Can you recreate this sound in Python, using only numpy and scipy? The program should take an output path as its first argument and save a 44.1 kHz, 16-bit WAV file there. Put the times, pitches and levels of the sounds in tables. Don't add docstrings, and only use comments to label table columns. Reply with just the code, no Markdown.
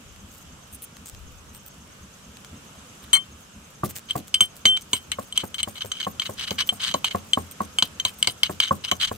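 import sys
import numpy as np
from scipy import signal
from scipy.fft import rfft, irfft, next_fast_len
from scipy.io import wavfile
from scipy.ndimage import uniform_filter1d, minimum_filter1d

SR = 44100
rng = np.random.default_rng(int(sys.argv[2]) if len(sys.argv) > 2 else 0)


def put_to_file(sound):
    columns = np.atleast_2d(sound).T
    safe = np.clip(columns, -1, 1)
    whole_steps = np.round(safe * 32767)
    wavfile.write(sys.argv[1], SR, whole_steps.astype(np.int16))


N = 404375
EVENT_T_S = np.arange(SR // 5) / SR
TOP_HZ = 15650

# frequency in Hz, level in dB per Hz.
HUSH_SPECTRUM = [(20, -51), (50, -13.5), (100, -0.5), (200, 0.5), (330, -9.5), (500, -7.5), (800, -12),
                 (1300, -7), (1950, -16), (3000, -10.5), (4300, -19), (5900, -15), (8000, -15.5),
                 (9500, -25), (11200, -20.5), (13000, -28.5), (16000, -34)]
# time in seconds, level in dB.
HUSH_LEVEL = [(0, -48.5), (1.5, -49.5), (3.05, -46.5), (3.3, -49), (5.8, -48.5), (6.5, -45.5),
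              (9.17, -47.5)]
# frequency in Hz, likeness from 0 to 1.
HUSH_LIKENESS = [(60, 0.99), (130, 1), (290, 0.82), (640, 0.19), (3000, 0), (15000, 0)]
# frequency in Hz, level in dB per Hz.
WIND_SPECTRUM = [(20, -11), (45, -4), (70, -0.5), (130, -12), (400, -45)]
# start in seconds, level in dB.
PUFFS = [(.03, -52), (1.12, -44.5), (9.06, -43)]
PUFF_RISE_S, PUFF_FALL_S, BREEZE_DB = 0.016, 0.25, -64
# frequency in Hz, level in dB per Hz.
THROB_SPECTRUM = [(40, -15), (75, 10.5), (110, -10.5), (220, 2.5), (320, -12), (700, -44)]
THROB_PERIOD_S, FIRST_THROB_S = .2565, .205
CHIRP_PERIOD_S, FIRST_CHIRP_S, CHIRP_HALF_S, CHIRP_DB = .1076, .098, .008, -54

# start in seconds, level in dB.
TICKS = [(0.162, -48), (.968, -42.5), (1.148, -44), (1.548, -47), (2.37, -42.5), (2.447, -40.5)]
# frequency in Hz, level in dB per Hz.
TICK_SPECTRUM = [(200, -10), (1300, 0), (5000, -2), (15000, -13.5)]
TICK_T60_S = .014

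# start in seconds, length in seconds, level in dB.
SEEDS = [(.28, 0.15, -53.5), (1.045, 0.054, -41.5), (3.888, 0.024, -36.5), (3.946, 0.045, -34),
         (4.273, 0.015, -41.5), (4.555, 0.013, -44)]
# frequency in Hz, level in dB per Hz.
CRUNCH_SPECTRUM = [(1000, -1.5), (3000, -0.5), (5500, 1), (8000, 8), (10000, 3), (14000, 6), (16000, 7)]
CRUNCH_DB, WHOLE_CRUNCH_DB = -41.5, -32.5
CRUNCH_S, WHOLE_CRUNCH_S = 0.02, 0.032

# start in seconds, length in seconds, level in dB.
BEADS = [(.712, 0.042, -43), (.815, .03, -38.5), (1.528, 0.053, -48.5), (1.652, 0.032, -45.5),
         (3.02, 0.025, -49), (4.808, 0.014, -43.5), (6.665, .012, -37.5), (7.508, 0.016, -40),
         (8.176, 0.033, -44.5)]
# frequency in Hz, width in Hz, level in dB.
BEAD_MODES = [(3240, 1500, -4.5), (6040, 560, -1.5), (8590, 83, 8.5), (11030, 84, 6), (12700, 400, -12),
              (14430, 105, 6.5)]

# start in seconds, ring level in dB, ring t60 in seconds,
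# upper modes level in dB, clack level in dB.
CLINKS = [(3.131, -11, .17, -15, -22.5), (4.108, -20.5, 0.032, -36.5, -46), (4.3419, -19, 0.12, -29, -21),
          (4.4066, -8.5, 0.099, -20, -20.5), (4.6541, -12, 0.57, -34.5, -15.5),
          (4.9316, -28.5, 0.18, -26.5, -20), (5.117, -30.5, 0.045, -32.5, -25.5),
          (5.3243, -32.5, 0.045, -41, -43), (5.3758, -18, 0.026, -26.5, -25.5),
          (5.5432, -31.5, 0.084, -43, -35.5), (5.6305, -25.5, 0.031, -28, -26.5),
          (5.9169, -26.5, 0.052, -42, -31), (6.197, -20.5, 0.034, -57, -32), (6.5069, -43, 0.043, -53, -29),
          (6.691, -14.5, 0.044, -42, -31), (6.94, -46, 0.033, -51, -26.5), (7.044, -20.5, 0.067, -51, -22),
          (7.3333, -13, 0.043, -55, -25.5), (7.7858, -15, 0.053, -33.5, -26),
          (7.8241, -16, 0.011, -39, -19.5), (7.9988, -21.5, .048, -55, -30),
          (8.0505, -20, 0.032, -38, -21.5), (8.2271, -14.5, 0.015, -25, -25.5),
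          (8.2723, -30, 0.083, -32, -20), (8.4324, -12, 0.02, -31.5, -21), (8.6012, -15, 0.021, -41, -21),
          (8.9133, -35, 0.039, -53, -19.5)]
RING_HZ = 3122
UPPER_HZ = [6440, 8305, 10812, 12885]
# level in dB, t60 as a share of the lowest mode's.
UPPER_MODES = [(-3, 0.2), (4.5, 0.58), (-11, 0.84), (-11.5, 0.58)]
LONGEST_RING_S = 0.11
# frequency in Hz, width in Hz, level in dB.
CUP_MODES = [(1115, 610, -20.5), (1560, 620, -18.5), (2182, 113, -10.5), (3051, 71.5, 1), (4010, 310, -9.5),
             (4710, 560, -18.5), (6307, 137, -12), (8086, 240, -16.5), (11220, 96, -24), (13100, 850, -32),
             (13130, 180, -23.5), (14200, 600, -41)]
# time in seconds, left over right in dB.
CUP_PAN = [(3.2, 9), (4.1, 1), (9.17, 2)]
# frequency in Hz, lead of the left in radians.
WALL_LEAD = [(1000, 0.28), (2200, -1.2), (3100, -1.38), (4400, -1.45), (6400, -1.37), (8300, -1.55),
             (12000, -1.7)]

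# start in seconds, level in dB.
RATTLE = [(3.132, -21), (3.1426, -31), (3.151, -22), (3.159, -25.5), (3.167, -27.5), (3.1725, -30)]
# frequency in Hz, width in Hz, level in dB.
ROCKING_MODES = [(945, 74, -7.5), (1142, 25, 0.5), (1380, 160, -6.5), (1780, 230, -12), (2184, 45, 8.5),
                 (3130, 65, -13), (4170, 67, 4.5), (4320, 280, -6), (6300, 260, -4)]

# start in seconds, thud level in dB, hollow note level in dB.
BLOWS = [(3.8337, -28.5, -24.5), (4.1543, -29, -35), (4.4091, -37.5, -37), (4.653, -30, -48),
         (4.932, -36, -29), (5.1856, -32.5, -30), (5.4352, -33, -48), (5.6737, -36.5, -40),
         (5.8462, -38.5, -50), (6.067, -30, -26), (6.2929, -35.5, -40.5), (6.5106, -32, -44),
         (6.723, -37.5, -46), (6.9438, -26, -23), (7.147, -25, -24), (7.3729, -26, -23),
         (7.6043, -28, -22.5), (7.8236, -33.5, -31), (8.0528, -44.5, -31), (8.273, -33, -34),
         (8.4949, -30.5, -34), (8.709, -26.5, -14.5), (8.9185, -30, -25), (9.1129, -32, -32.5)]
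# frequency in Hz, width in Hz, level in dB.
BASE_MODES = [(85, 5.4, 1), (212, 63, 2.5), (415, 79, -2.5), (555, 125, 0), (763, 84, 2), (890, 175, -4.5),
              (1586, 250, -16.5)]
WHOLE_S = 0.57
NOTE_HZ, WHOLE_NOTE_HZ, CORNER_NOTE_HZ = 1091, 1185, 1001
PUSH_DB, BEDDING_PUSH_DB = -41.5, -28.5
PUSH_HZ, BEDDING_PUSH_HZ = 103.7, 130
SETTLE_DB, BEDDING_SETTLE_DB = -9, -1
# frequency in Hz, lead of the left in radians.
THUD_LEAD = [(200, 0), (350, 0), (560, 1.7), (850, 2.3), (1120, .9), (2000, 0)]
# frequency in Hz, left over right in dB.
THUD_PAN = [(60, 3), (120, -0.5), (240, -2), (480, 4), (950, 1), (1890, -5), (3770, 11), (7520, 1),
            (15000, -2.0)]

# start in seconds, length in seconds, level in dB.
LIFTS = [(4.083, 0.035, -36), (5.345, 0.043, -37), (5.58, 0.019, -28.5), (5.751, 0.035, -38),
         (5.923, 0.072, -39.5), (5.997, 0.014, -26.5), (6.213, 0.017, -28), (6.368, 0.078, -31.5),
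         (6.579, 0.035, -22), (6.793, 0.1, -26.5), (7.047, 0.0365, -30), (8.238, 0.015, -30.5),
         (8.441, .01, -30.5), (8.608, 0.041, -23), (8.837, 0.017, -27), (8.995, 0.055, -21.5)]
FALL_LEAD_S, FALL_S, FALL_DB = .043, 0.017, -30.5
SKID_S, SKID_DB = 0.037, -37
# time in seconds, level in dB.
DUST = [(5.6, -39), (6.4, -12.5), (8.2, -19.5)]

# frequency in Hz, t60 in seconds.
YARD_T60 = [(100, .4), (300, .28), (1000, .14), (3000, .1), (12000, .1)]


def amp(db):
    return 10 ** (np.asarray(db) / 20)


def unit(x):
    return x / np.sqrt(np.mean(x ** 2) + 1e-20)


def onset_unit(x, length_s):
    onset = x[..., :max(int(length_s * SR), 8)]
    return x / np.sqrt(np.mean(onset ** 2) + 1e-20)


def fade(t60_s):
    return amp(-60 * EVENT_T_S / max(t60_s, 1e-4))


def along(points, hz):
    f, v = np.transpose(points)
    return np.interp(np.log(hz + 1), np.log(f + 1), v)


def at_time(rows, s):
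    return np.interp(s, *np.transpose(rows))


def curve(rows):
    return at_time(rows, np.arange(N) / SR)


def filtered(x, response):
    n = x.shape[-1]
    m = next_fast_len(n + SR // 25)
    return irfft(rfft(x, m) * response(np.fft.rfftfreq(m, 1 / SR)), m)[..., :n]


def coloured(x, spectrum):
    return filtered(x, lambda hz: amp(along(spectrum, hz)))


def resonate(x, modes):
    def response(f):
        total = 0
        for k, (centre, width, db) in enumerate(modes):
            damping = 1j * f * width
            total = total + (-1) ** k * amp(db) * damping / (centre * centre - f * f + damping)
        return total
    return filtered(x, response)


def varied(modes, spread_db, detune):
    return [(hz * (1 + detune * rng.normal()), width, db + spread_db * rng.normal()) for hz, width, db in modes]


def lowpass(x, hz):
    return filtered(x, lambda f: 1 / (1 + 1j * f / hz - (f / hz) ** 2))


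def add(track, s, sound):
    start = max(round(s * SR), 0)
    track[:, start:start + len(EVENT_T_S)] += sound[..., :N - start]


def panned(x, db):
    return x * amp(np.array([[db], [-db]]) / 2)


def left_leads(x, rows):
    return filtered(x, lambda hz: np.exp(.5j * along(rows, hz) * np.array([[1], [-1]])))


def pair(apart):
    n = len(EVENT_T_S)
    return rng.standard_normal(n) + apart * rng.standard_normal((2, n))


def slips(length_s, rate_hz, grit, release_s, uneven_db=2.5):
    n = len(EVENT_T_S)
    times_s = np.cumsum(rng.gamma(2, .5 / rate_hz, size=200))
    sizes = amp(uneven_db * rng.standard_normal(len(times_s)).clip(-2, 2))
    hits = np.bincount((times_s * SR).astype(int), sizes, n)[:n]
    bursts = unit(signal.fftconvolve(hits, fade(.007))[:n])
    rise = np.minimum(EVENT_T_S / (.3 * length_s), 1)
    stroke = rise * np.exp(-np.maximum(EVENT_T_S - length_s, 0) / release_s)
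    return (bursts + grit) * pair(apart=1.0) * stroke


def whole(s):
    return np.exp(-((s - BLOWS[0][0]) / WHOLE_S) ** 4)


def between(broken, unbroken, s):
    return broken + (unbroken - broken) * whole(s)


def cornered(s):
    return any(abs(at - s) < .012 and ring_db > -35 for at, ring_db, *_ in CLINKS)


def scrapes_down(s):
    lifted = any(0 < s - (at + length_s) < .1 for at, length_s, _ in LIFTS)
    knocked = any(.02 < s - at < .056 for at, *_ in CLINKS)
    return lifted and not knocked


def rush(spectrum, patchy_db):
    z = signal.stft(rng.standard_normal((2, N)), nperseg=512)[2]
    field = uniform_filter1d(rng.standard_normal(z.shape[1:]), size=6, axis=0)
    field = uniform_filter1d(field, size=14, axis=1)
    noises = signal.istft(z * amp(patchy_db * unit(field)), nperseg=512)[1][:, :N]

    def mid_side(hz):
        turn = np.arccos(np.clip(along(HUSH_LIKENESS, hz), -1, 1)) / 2
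        return amp(along(spectrum, hz)) * np.array([np.cos(turn), np.sin(turn)])

    mid, side = filtered(noises, mid_side)
    return unit(np.array([mid + side, mid - side]))


def rumble(spectrum, apart):
    noises = rng.standard_normal(N) + apart * rng.standard_normal((2, N))
    return unit(coloured(noises, spectrum))


def wind():
    strength = amp(BREEZE_DB)
    for s, db in PUFFS:
        since_s = np.maximum(np.arange(N) / SR - s, 0)
        puff = np.minimum(since_s / PUFF_RISE_S, 1) * np.exp(-since_s / PUFF_FALL_S)
        strength = strength + amp(db) * puff
    return strength * rumble(WIND_SPECTRUM, apart=0.74)


def throb(level_db=-55):
    since_s = (np.arange(N) / SR - FIRST_THROB_S) % THROB_PERIOD_S
    drift_rows = np.transpose([np.linspace(0, N / SR, 30), rng.normal(0, 3, 30)])
    drift = amp(curve(drift_rows))
    beat = unit((1 - np.exp(-since_s / .015)) * np.exp(-since_s / .06) * drift)
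    return amp(level_db) * beat * rumble(THROB_SPECTRUM, apart=0.11)


def background():
    hush = amp(curve(HUSH_LEVEL)) * rush(HUSH_SPECTRUM, patchy_db=1)
    return panned(hush, -0.92) + throb() + panned(wind(), 5.2)


def insect(chirp_hz=6430, fall_hz=110):
    from_first_s = np.arange(N) / SR - FIRST_CHIRP_S
    half_s = CHIRP_PERIOD_S / 2
    since = ((from_first_s + half_s) % CHIRP_PERIOD_S - half_s) / CHIRP_HALF_S
    phase = 2 * np.pi * np.cumsum(chirp_hz - fall_hz * since) / SR
    rasp = unit(filtered(rng.standard_normal((2, N)), lambda f: np.exp(-(f / 200) ** 2)))
    return amp(CHIRP_DB) * unit(np.sin(phase + rasp)) * np.exp(-.5 * since ** 2)


def loose_seeds(rate_hz=70, still_db=-64, stirred_db=-57):
    ticks = (rng.random(N) < rate_hz / SR) * amp(5 * rng.standard_normal(N).clip(-2, 2))
    ticks = signal.fftconvolve(ticks, fade(0.057))[:N] * rng.standard_normal((2, N))
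    level_db = np.where(np.arange(N) / SR < BLOWS[0][0], still_db, stirred_db)
    return unit(coloured(ticks, CRUNCH_SPECTRUM)) * amp(level_db)


def handling():
    out = np.zeros((2, N))
    for s, db in TICKS:
        tick = coloured(pair(apart=1.0) * fade(TICK_T60_S), TICK_SPECTRUM)
        add(out, s, amp(db) * onset_unit(tick, 0.0049))
    return out


def crunch():
    out = np.zeros((2, N))
    crushed = [(s, between(CRUNCH_S, WHOLE_CRUNCH_S, s), between(CRUNCH_DB, WHOLE_CRUNCH_DB, s))
               for s, *_ in BLOWS]
    for s, length_s, db in list(SEEDS) + crushed:
        colour = [(hz, level_db + rng.normal(0, 2)) for hz, level_db in CRUNCH_SPECTRUM]
        force = slips(length_s, rate_hz=300, grit=0.14, release_s=0.0032)
        add(out, s, amp(db) * onset_unit(coloured(force, colour), length_s))
    return out


def bracelets(shaken_db=-49, corner_db=-42, delay_s=.014, click_db=-3):
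    out = np.zeros((2, N))
    jolts = [(s + delay_s, .035, (corner_db if cornered(s) else shaken_db) + rng.normal(0, 0.95))
             for s, *_ in BLOWS]
    for s, length_s, db in list(BEADS) + jolts:
        force = slips(length_s, rate_hz=280, grit=.2, release_s=.004)
        modes = varied(BEAD_MODES, spread_db=6.5, detune=0.012)
        tinkle = onset_unit(resonate(force, modes), length_s)
        clicks = onset_unit(resonate(force, [(11900, 8000, 0)]), length_s)
        add(out, s, amp(db) * onset_unit(tinkle + amp(click_db) * clicks, length_s))
    return out


def clinks(chatter=1.0, attack_s=0.00023, upper_pan_db=-3, edge_db=-9):
    out = np.zeros((2, N))
    rise = 1 - np.exp(-EVENT_T_S / attack_s)
    stop = amp(-1200 * np.maximum(EVENT_T_S - LONGEST_RING_S, 0))
    for s, ring_db, t60_s, upper_db, clack_db in CLINKS:
        ring_hz = RING_HZ * (1 + rng.normal(0, .00008) / t60_s)
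        ring = np.sin(2 * np.pi * ring_hz * EVENT_T_S) * fade(t60_s)
        modes = []
        for hz, (db, share) in zip(UPPER_HZ, UPPER_MODES):
            wave = np.sin(2 * np.pi * hz * EVENT_T_S + rng.normal(0, .5, (2, 1)))
            wave = wave * amp(rng.normal(0, 1, (2, 1)))
            modes.append(amp(db) * wave * fade(t60_s * share))
        upper = sum(modes)
        buzz = 0.32 * fade(min(t60_s * chatter + 0.029, .075))
        force = pair(apart=0.91) * rise * (fade(0.011) + buzz)
        clack = resonate(force, varied(CUP_MODES, spread_db=4, detune=0.002))
        sound = amp(ring_db) * onset_unit(ring * rise * stop, 0.0094)
        sound = sound + amp(clack_db) * onset_unit(clack, 0.023)
        sound += amp(clack_db + edge_db) * onset_unit(modes[0] * rise * stop, 0.0032)
        shimmer = amp(upper_db) * onset_unit(upper * rise * stop, 0.02)
        add(out, s, panned(sound, at_time(CUP_PAN, s)) + panned(shimmer, upper_pan_db))
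    return out


def rattle(pan_db=5):
    out = np.zeros((2, N))
    for s, db in RATTLE:
        bounce = resonate(pair(apart=0.8) * fade(0.009), ROCKING_MODES)
        add(out, s, amp(db) * onset_unit(bounce, .006))
    return panned(out, pan_db)


def blows(hollow_t60_s=0.044, swell_s=0.00089, crush_t60_s=0.05, soft_hz=1600, settle_t60_s=0.16,
          settle_hz=330, push_t60_s=0.081, puff_db=-7, puff_t60_s=0.07):
    out = np.zeros((2, N))
    for s, thud_db, hollow_db in BLOWS:
        note_hz = CORNER_NOTE_HZ if cornered(s) else between(NOTE_HZ, WHOLE_NOTE_HZ, s)
        note_hz = note_hz * (1 + rng.normal(0, 0.0031))
        force = pair(apart=0.13) * fade(crush_t60_s)
        force[:, 0] += 8
        thud = lowpass(resonate(force, varied(BASE_MODES, spread_db=-0.5, detune=0.024)), soft_hz)
        puff = lowpass(resonate(pair(apart=0.36) * fade(puff_t60_s), [(520, 620, 0)]), soft_hz)
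        settle = lowpass(resonate(pair(apart=0.059) * fade(settle_t60_s), BASE_MODES), settle_hz)
        settle_db = between(SETTLE_DB, BEDDING_SETTLE_DB, s)
        thud = onset_unit(thud, 0.028) + amp(puff_db) * onset_unit(puff, 0.011)
        thud = thud + amp(settle_db) * onset_unit(settle, 0.0143)
        push_hz = between(PUSH_HZ, BEDDING_PUSH_HZ, s)
        push = np.sin(2 * np.pi * push_hz * EVENT_T_S)
        push = push * np.minimum(EVENT_T_S * push_hz, 1) * fade(push_t60_s)
        add(out, s, amp(between(PUSH_DB, BEDDING_PUSH_DB, s)) * onset_unit(push, 0.0087))
        swell = (1 - np.exp(-EVENT_T_S / swell_s)) ** 2
        note = np.sin(2 * np.pi * note_hz * EVENT_T_S) * swell * fade(hollow_t60_s)
        rough = lowpass(resonate(force, [(note_hz, 160, 0), (1500, 300, -12)]), soft_hz)
        note = onset_unit(note, 0.018) + 0.5 * onset_unit(rough, 0.025)
        add(out, s, amp(thud_db) * thud + amp(hollow_db) * onset_unit(note, 0.014))
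    return out


def rubs(pan_db=2, sing_db=-2, slip_rate_hz=380, friction=0.53, stop_db=-5, stop_s=0.00868):
    out = np.zeros((2, N))
    falls = [(s - FALL_LEAD_S, FALL_S, FALL_DB) for s, *_ in BLOWS if scrapes_down(s)]
    skids = [(s, SKID_S, SKID_DB) for s, *_ in BLOWS if cornered(s)]
    stops = [(s + LONGEST_RING_S, stop_s, db - 60 * LONGEST_RING_S / t60_s + stop_db)
             for s, db, t60_s, *_ in CLINKS if t60_s > LONGEST_RING_S]
    for s, length_s, db in list(LIFTS) + falls + skids + stops:
        force = slips(length_s, rate_hz=slip_rate_hz, grit=friction, release_s=0.0082, uneven_db=5)
        grind = resonate(force, varied(CUP_MODES, spread_db=1.5, detune=0.015))
        sing = resonate(force, [(RING_HZ, 80, sing_db)])
        dust_db = at_time(DUST, s)
        dust_force = slips(length_s, rate_hz=630, grit=0.13, release_s=0.0052)
        rasp = resonate(dust_force, [(1890, 860, dust_db), (4240, 920, dust_db + 4.0)])
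        add(out, s, amp(db) * onset_unit(grind - sing + rasp, length_s))
    return panned(out, pan_db)


def yard(x):
    hz, t_s, z = signal.stft(rng.standard_normal((2, SR // 2)), SR, nperseg=256)
    decay = amp(-60 * t_s / along(YARD_T60, hz)[:, None])
    tail = signal.istft(z * decay, SR, nperseg=256)[1]
    return signal.fftconvolve(x, tail / np.linalg.norm(tail[0]), axes=1)[:, :N]


def scene(metal_wet_db=-23, thud_wet_db=-16):
    metal = left_leads(clinks() + rattle() + rubs(), WALL_LEAD)
    thuds = left_leads(blows(), THUD_LEAD)
    thuds = filtered(thuds, lambda hz: amp(along(THUD_PAN, hz) * np.array([[.5], [-.5]])))
    small = crunch() + handling() + bracelets() + loose_seeds()
    echo = yard(amp(metal_wet_db) * (metal + small) + amp(thud_wet_db) * thuds)
    return metal + thuds + small + echo + insect() + background()


def record(dry):
    needed = np.minimum(1, .95 / (np.abs(dry).max(axis=0) + 1e-9))
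    gain = uniform_filter1d(minimum_filter1d(needed, size=129), size=129)
    return filtered(dry * gain, lambda hz: 1 / (1 + (hz / TOP_HZ) ** 80))


dry = scene()
out = record(dry)
put_to_file(out)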